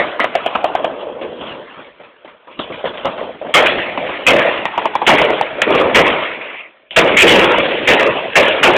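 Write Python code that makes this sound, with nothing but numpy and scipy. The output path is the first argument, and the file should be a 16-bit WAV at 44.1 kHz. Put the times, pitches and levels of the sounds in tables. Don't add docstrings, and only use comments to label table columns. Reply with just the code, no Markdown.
import sys
import numpy as np
from scipy import signal
from scipy.fft import rfft, irfft, next_fast_len
from scipy.io import wavfile
from scipy.ndimage import uniform_filter1d

SR = 44100
rng = np.random.default_rng(int(sys.argv[2]) if len(sys.argv) > 2 else 0)


def digitize_waveform(pressure):
    field = np.atleast_2d(pressure).T
    bounded = np.clip(field, -1, 1)
    quanta = np.round(bounded * 32767).astype(np.int16)
    wavfile.write(sys.argv[1], SR, quanta)


def magnitude_from_level(level_db):
    exponent = np.asarray(level_db, float) / 20
    return 10 ** exponent


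N = 386757

# start_s, level_db, crack_over_boom_db, echo_t60_s, boom_lag_s (behind the crack)
CLOSE_SHOTS = [(3.54, -1, 0.5, 0.81, .001), (4.266, -1, -1.5, 0.89, .001), (5.066, -1, -2.5, 0.97, 0.002),
               (5.946, -1.5, -0.5, 0.86, 0.0011), (6.962, 1, -1, 0.64, 0.0029),
               (7.167, -14.5, 13.5, 0.5, 0.049), (7.199, 1.5, -1.5, 0.57, 0.024),
               (7.27, -17, 16, .7, 0.036), (7.294, -2.5, -6, 1, 0.0098), (7.874, -2.5, 1, 0.87, .001),
               (8.355, -0.5, -0.5, 0.75, 0.00091), (8.63, 1, -1.5, 0.69, 0.00089)]
# after_shot_s, boom_db, crack_db
STREET_RETURNS = [(0, -24.5, -2.5), (.012, -2, 2.5), (.035, -1.5, 0.5), (.06, -2, -2), (.09, -3.5, -5.5),
                  (0.119, -4, -0.5), (.125, -2, 2), (.16, -3.5, 0), (0.221, 1, -2), (0.319, -1, 3.5),
                  (.45, -1.5, -3), (.6, 5.5, 4.5), (.72, -6.5, -5)]
# start_s, level_db, ring_hz, crack_echo_over_blast_db, boom_echo_over_blast_db
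GUN_BURSTS = [(0.195, -3, 1060, -19, -14.5), (0.242, -1.5, 671, -5.5, -10), (0.352, -2.5, 663, -8, -9),
              (0.461, -2.5, 656, -13, -7), (0.551, -6, 665, -7, -0.5), (0.642, 1, 666, -15.5, -10),
              (0.751, 2, 740, -20.5, -16), (0.844, 0, 675, -17.5, -8), (3.975, -7.5, 990, -6.5, -3),
              (4.091, -15, 974, -6.5, 2), (4.654, -3, 920, -6.5, -8), (4.777, -4.5, 834, -9, -2.5),
              (4.855, -2.5, 978, -9.5, -5), (4.953, 2, 943, -17.5, -11), (5.017, -3.5, 860, -14, -5.5),
              (5.216, 1, 814, -11, -8.5), (5.303, -2.5, 764, -9.5, -11), (5.411, 5.5, 840, -19, -17)]
# start_s, level_db, ring_hz, crack_echo_over_snap_db, echo_t60_s
HIGH_SNAPS = [(0.201, 3.5, 1716, -11, 0.24), (5.618, 5, 1450, -7, 0.1), (6.909, -7, 3020, -21.5, 1),
              (8.334, -6.5, 2520, -30, .2)]
# start_s, level_db, crack_echo_over_blast_db, boom_echo_over_blast_db
FAR_POPS = [(1.008, -23, -7, -2.5), (1.069, -16, -29, -7), (1.213, -18, -8, -1), (1.41, -28, -0.5, 7),
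            (1.773, -33.5, -24, 2.5), (1.998, -37, -2, 4), (2.035, -38, 2, 0.5), (2.246, -35, -3, 0.5),
            (2.277, -42.5, 6.5, 7), (2.472, -35.5, -4, 2), (2.513, -36, -1, -4.5), (2.591, -20.5, 1, 5),
            (2.698, -22, -32, 2), (2.722, -26, 2, -9.5), (2.841, -6, -19, -9.5), (2.855, -14, -5, -10),
            (2.974, -22.5, -1.5, -1), (3.047, -10.5, -11, -4.5), (3.054, -7, -9, -9),
            (3.176, -20, -2.5, 0.5), (3.213, -8.5, -30, -12.5), (3.414, -14, -24, -9),
            (3.447, -15, -26, -4), (3.494, -12, -34, -14.5), (4.815, -18.5, -5.5, -2), (5.676, -5, -11, -7),
            (5.704, -0.5, -31, -6.5), (5.776, -5, -10, -12.5), (5.799, -2, -16, -6),
            (5.914, -6, -29, -13.5), (7.093, -3.5, -22, -5), (7.114, -5, -7.5, -8),
            (7.497, -6.5, -3.5, -7.5), (7.582, 0, -16.5, -15), (8.074, -6.5, -23, -19.5)]
# time_s, boom_db, crack_db, boom_centre_hz
ROLLING_ECHO = [(0, -15, -11.5, 600), (.06, -23, -20.5, 680), (.19, -29, -31, 580), (.4, -26, -27, 650),
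                (.9, -22, -34, 640), (1.05, -27.5, -40.5, 520), (1.19, -27, -41.5, 529),
                (1.4, -29, -36, 516), (1.48, -28.5, -27, 650), (1.6, -28.5, -37.5, 540),
                (1.67, -39, -36, 520), (1.82, -37.5, -36.5, 520), (2.0, -50.5, -47.5, 560),
                (2.2, -51, -48, 540), (2.45, -50, -50.5, 540), (2.68, -33, -37.5, 560),
                (3.1, -31, -33.5, 600), (3.25, -24, -36.5, 580), (3.38, -39.5, -38.5, 560),
                (3.6, -33.5, -33, 600), (3.72, -21, -22, 560), (3.979, -27, -27, 650),
                (4.06, -22.5, -22, 570), (4.26, -30, -27.5, 580), (4.5, -27.5, -26, 580),
                (4.6, -26, -30, 600), (4.7, -29, -25, 800), (5.0, -26, -30.5, 860), (5.2, -29, -21.5, 620),
                (5.6, -25, -28, 570), (5.74, -10.5, -13.5, 510), (5.94, -18.5, -22, 510),
                (6.2, -26.5, -25.5, 600), (6.5, -33, -27, 580), (6.6, -41.5, -30, 600),
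                (6.66, -44.5, -36, 590), (6.71, -49, -46, 590), (6.93, -60, -54, 600),
                (7.15, -22, -22.5, 480), (7.261, -10.5, -15.5, 430), (7.31, -17, -10, 430),
                (7.37, -7, -6.5, 450), (7.5, -14, -15, 480), (7.66, -16, -13.5, 500),
                (7.85, -20.5, -18, 500), (8.15, -17, -31, 540), (8.35, -31, -25.5, 550),
                (8.45, -16, -17, 520), (8.6, -21, -21.5, 540), (8.7, -21, -17, 500),
                (8.77, -13.5, -17, 500)]
# freq_hz, relative_db
BOOM_SPECTRUM = [(18, -56.5), (30, -11.5), (97, -15.5), (234, -4.5), (357, 0), (419, -1.5), (508, -1),
                 (638, -1), (697, -3.5), (990, -2.5), (2000, -22.5), (2600, -42.5), (4400, -120)]
# freq_hz, relative_db
CRACK_SPECTRUM = [(500, -52.5), (900, -9.5), (1250, -4.5), (1800, -4.5), (2400, -8), (3100, -8.5),
                  (3600, -7.5), (4700, 2.5), (6000, -30)]
# time_s, crack_centre_hz, crack_hump_db, middle_db
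ECHO_COLOUR = [(0, 2100, 4.5, 3), (.25, 2040, 2.5, 4.5), (.4, 2630, 7, 2.5), (.65, 2900, 8.5, 3.5),
               (.95, 2795, 11, 2.5), (1.15, 2753, 9.5, -6.5), (1.4, 3100, 9.5, -2.5), (1.5, 3270, 6.5, 3),
               (1.68, 2500, 1, -1), (2.55, 2585, 7, 2.5), (2.6, 3530, 12, 2.5), (2.7, 2550, 11, 1),
               (2.86, 3230, 4.5, 5), (3.1, 2740, 1.5, 3), (3.2, 2960, 5, 0), (3.5, 2510, 6, -3.5),
               (4.6, 2397, 8.5, 0.5), (5.6, 2310, 6.5, -0.5), (6.4, 2400, 10, 2.5), (6.65, 2260, 20, 5),
               (6.85, 2266, 4.5, 3), (6.91, 2850, 23, -5), (6.97, 2400, 7.5, 0), (7.15, 2464, 9, 1.5),
               (7.19, 2634, 6.5, -2.5), (7.33, 2680, 7.5, -9.5), (7.4, 2443, 6, -0.5), (8.77, 2510, 8, 0)]
# time_s, bass_db
ECHO_BASS = [(0, 2), (.5, -3.5), (1, -2), (1.6, 5), (2.1, 4), (2.6, 2.5), (3.3, 3), (3.55, -2), (4.2, 2.5),
             (4.7, -0.5), (5.1, -2.5), (5.6, 1.5), (6.1, 3), (6.5, -4), (7, 2.5), (7.6, 3), (8.3, 0),
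             (8.77, -2)]
# freq_hz, gain_db
PHONE_BAND = [(20, -30), (45, -5), (100, -2), (3400, -1), (3700, -10), (4000, -21.5), (4300, -34),
              (4550, -48.5), (4800, -90.5), (5000, -120)]

FLAT_TOP = 0.72
POP_HZ, POP_SPREAD, POP_T60_S = 560, 0.08, 0.28
BURST_T60_S = 0.1
SNAP_BOOM_DB = -8
CRACK_WANDER_HZ, BASS_WANDER_DB, MIDDLE_WANDER_DB = 80, 1, 2
WANDER_S = 0.17
BASS_LAG_PER_DB, BASS_LAG_S = 0.3, 0.031


def read(points, hz):
    f, value = np.transpose(points)
    return np.interp(np.log(hz + 1), np.log(f + 1), value)


def colour(x, points):
    size = next_fast_len(len(x) + 4096)
    gain = magnitude_from_level(read(points, np.fft.rfftfreq(size, 1 / SR)))
    return irfft(rfft(x, size) * gain, size)[:len(x)]


def evened(x):
    return x / np.sqrt(np.mean(x ** 2) + 1e-20)


def add(mix, s, sound):
    part = mix[..., max(round(s * SR), 0):][..., :sound.shape[-1]]
    part += sound[..., :part.shape[-1]]


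def wander(s):
    drift = evened(uniform_filter1d(rng.standard_normal(N), size=round(WANDER_S * SR)))
    return drift[np.minimum(s * SR, N - 1).astype(int)]


def close_echoes():
    after, boom_db, crack_db = np.transpose(STREET_RETURNS)
    t = np.arange(0, after[-1], 1 / SR)
    street_boom_db, street_crack_db = np.interp(t, after, boom_db), np.interp(t, after, crack_db)
    power = np.zeros((2, N))
    for s, db, over_db, t60, lag in CLOSE_SHOTS:
        fall_db = db - 60 * t / t60
        add(power[0], s + max(lag, 0), magnitude_from_level(street_boom_db + fall_db) ** 2)
        add(power[1], s, magnitude_from_level(street_crack_db + fall_db + over_db) ** 2)
    return power


def blasts(table, cycles, bounce_s, bounce_db):
    t, out = np.arange(SR // 20) / SR, np.zeros(N)
    for s, db, hz, *_ in table:
        envelope = magnitude_from_level(db - 20 * (t * hz / cycles) ** 3)
        attack = np.minimum(t * hz / 0.92, 1)
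        ring = envelope * np.sin(2 * np.pi * hz * t) * attack
        add(out, s, ring)
        add(out, s + bounce_s, magnitude_from_level(bounce_db) * ring)
    return out


def gun_bursts():
    return blasts(GUN_BURSTS, cycles=4.4, bounce_s=0.011, bounce_db=-24)


def high_snaps():
    return blasts(HIGH_SNAPS, cycles=2.5, bounce_s=0.003, bounce_db=-12)


def far_pops():
    pitches_hz = POP_HZ * (1 + POP_SPREAD * rng.standard_normal(len(FAR_POPS)))
    rows = [(s, db, hz) for (s, db, *_), hz in zip(FAR_POPS, pitches_hz)]
    return blasts(rows, cycles=3.8, bounce_s=0.013, bounce_db=-6.5)


def blast_echoes():
    t, power = np.arange(SR // 2) / SR, np.zeros((2, N))
    rise = np.minimum(t / [[0.007], [0.001]], 1)
    rows = [(s, db + boom_db, db + crack_db, BURST_T60_S) for s, db, hz, crack_db, boom_db in GUN_BURSTS]
    rows += [(s, db + boom_db, db + crack_db, POP_T60_S) for s, db, crack_db, boom_db in FAR_POPS]
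    rows += [(s, db + crack_db + SNAP_BOOM_DB, db + crack_db, t60)
             for s, db, hz, crack_db, t60 in HIGH_SNAPS]
    for s, boom_db, crack_db, t60 in rows:
        add(power, s, rise * magnitude_from_level([[boom_db], [crack_db]] - 60 * t / t60) ** 2)
    return power


def rolling_echo():
    at, boom_db, crack_db, _ = np.transpose(ROLLING_ECHO)
    t = np.arange(N) / SR
    return np.array([magnitude_from_level(np.interp(t, at, db)) ** 2 for db in (boom_db, crack_db)])


def echo_noise(points, s, centre_hz, bass_db, middle_db, lift_db, octaves, patchy_db, flicker_db):
    hop, size = 128, 512
    frames, hz = N // hop + 5, np.fft.rfftfreq(size, 1 / SR)[:, None]
    real, imag, patches = rng.standard_normal((frames, size // 2 + 1, 3)).T
    patches = uniform_filter1d(patches, size=3, axis=0)
    patches = evened(uniform_filter1d(patches, size=16, axis=1))
    flicker = evened(uniform_filter1d(rng.standard_normal(frames), size=2))
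    t = np.arange(frames) * hop / SR
    away = np.log2((hz + 1) / np.interp(t, s, centre_hz))
    hump = np.interp(t, s, lift_db + 0 * s) * np.exp(-(away / octaves) ** 2)
    bass = np.interp(t, s, bass_db) / (1 + (hz / 330) ** 6)
    middle = np.interp(t, s, middle_db) * np.exp(-(np.log2((hz + 1) / 1150) / 0.46) ** 4)
    shape = magnitude_from_level(hump + bass + middle)
    shape /= np.sqrt(((shape * magnitude_from_level(read(points, hz))) ** 2).sum(axis=0))
    z = (real + 1j * imag) * shape * magnitude_from_level(patchy_db * patches + flicker_db * flicker)
    noise = signal.istft(z, nperseg=size, noverlap=size - hop)[1][:N]
    return evened(colour(noise, points))


def lagging_bass(s, boom):
    now_db = 20 * np.log10(boom[(s * SR).astype(int)])
    keep = np.exp(-s[1] / BASS_LAG_S)
    earlier_db = signal.lfilter([1 - keep], [1, -keep], now_db - now_db[0]) + now_db[0]
    lag_db = BASS_LAG_PER_DB * (earlier_db - now_db)
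    return np.interp(s, *np.transpose(ECHO_BASS)) + lag_db + BASS_WANDER_DB * wander(s)


def street_echo():
    boom, crack = np.sqrt(rolling_echo() + close_echoes() + blast_echoes())
    s = np.arange(0, N / SR, 0.01)
    bass_db = lagging_bass(s, boom)
    at, *columns = np.transpose(ECHO_COLOUR)
    crack_hz, hump_db, middle_db = (np.interp(s, at, column) for column in columns)
    middle_db = middle_db + MIDDLE_WANDER_DB * wander(s)
    roll_at, _, _, centre_hz = np.transpose(ROLLING_ECHO)
    boom_hz = np.interp(s, roll_at, centre_hz)
    crack_hz = crack_hz + CRACK_WANDER_HZ * wander(s)
    boom *= echo_noise(BOOM_SPECTRUM, s, boom_hz, bass_db, middle_db,
                       lift_db=8, octaves=0.33, patchy_db=2.5, flicker_db=1.5)
    crack *= echo_noise(CRACK_SPECTRUM, s, crack_hz, bass_db, middle_db,
                        lift_db=hump_db, octaves=0.4, patchy_db=3, flicker_db=1.5)
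    return boom + crack


def scene():
    return (street_echo() + gun_bursts() + high_snaps() + far_pops())[None]


def roll_off(x):
    return signal.sosfilt(signal.butter(12, 16510, fs=SR, output="sos"), x)


def record(dry):
    squeezed = 1.902 * np.tanh(dry[0] / 1.81)
    narrow = colour(squeezed, PHONE_BAND)
    mix = np.clip(narrow, -FLAT_TOP, FLAT_TOP)[None]
    return roll_off(mix)


dry = scene()
out = record(dry)
digitize_waveform(out)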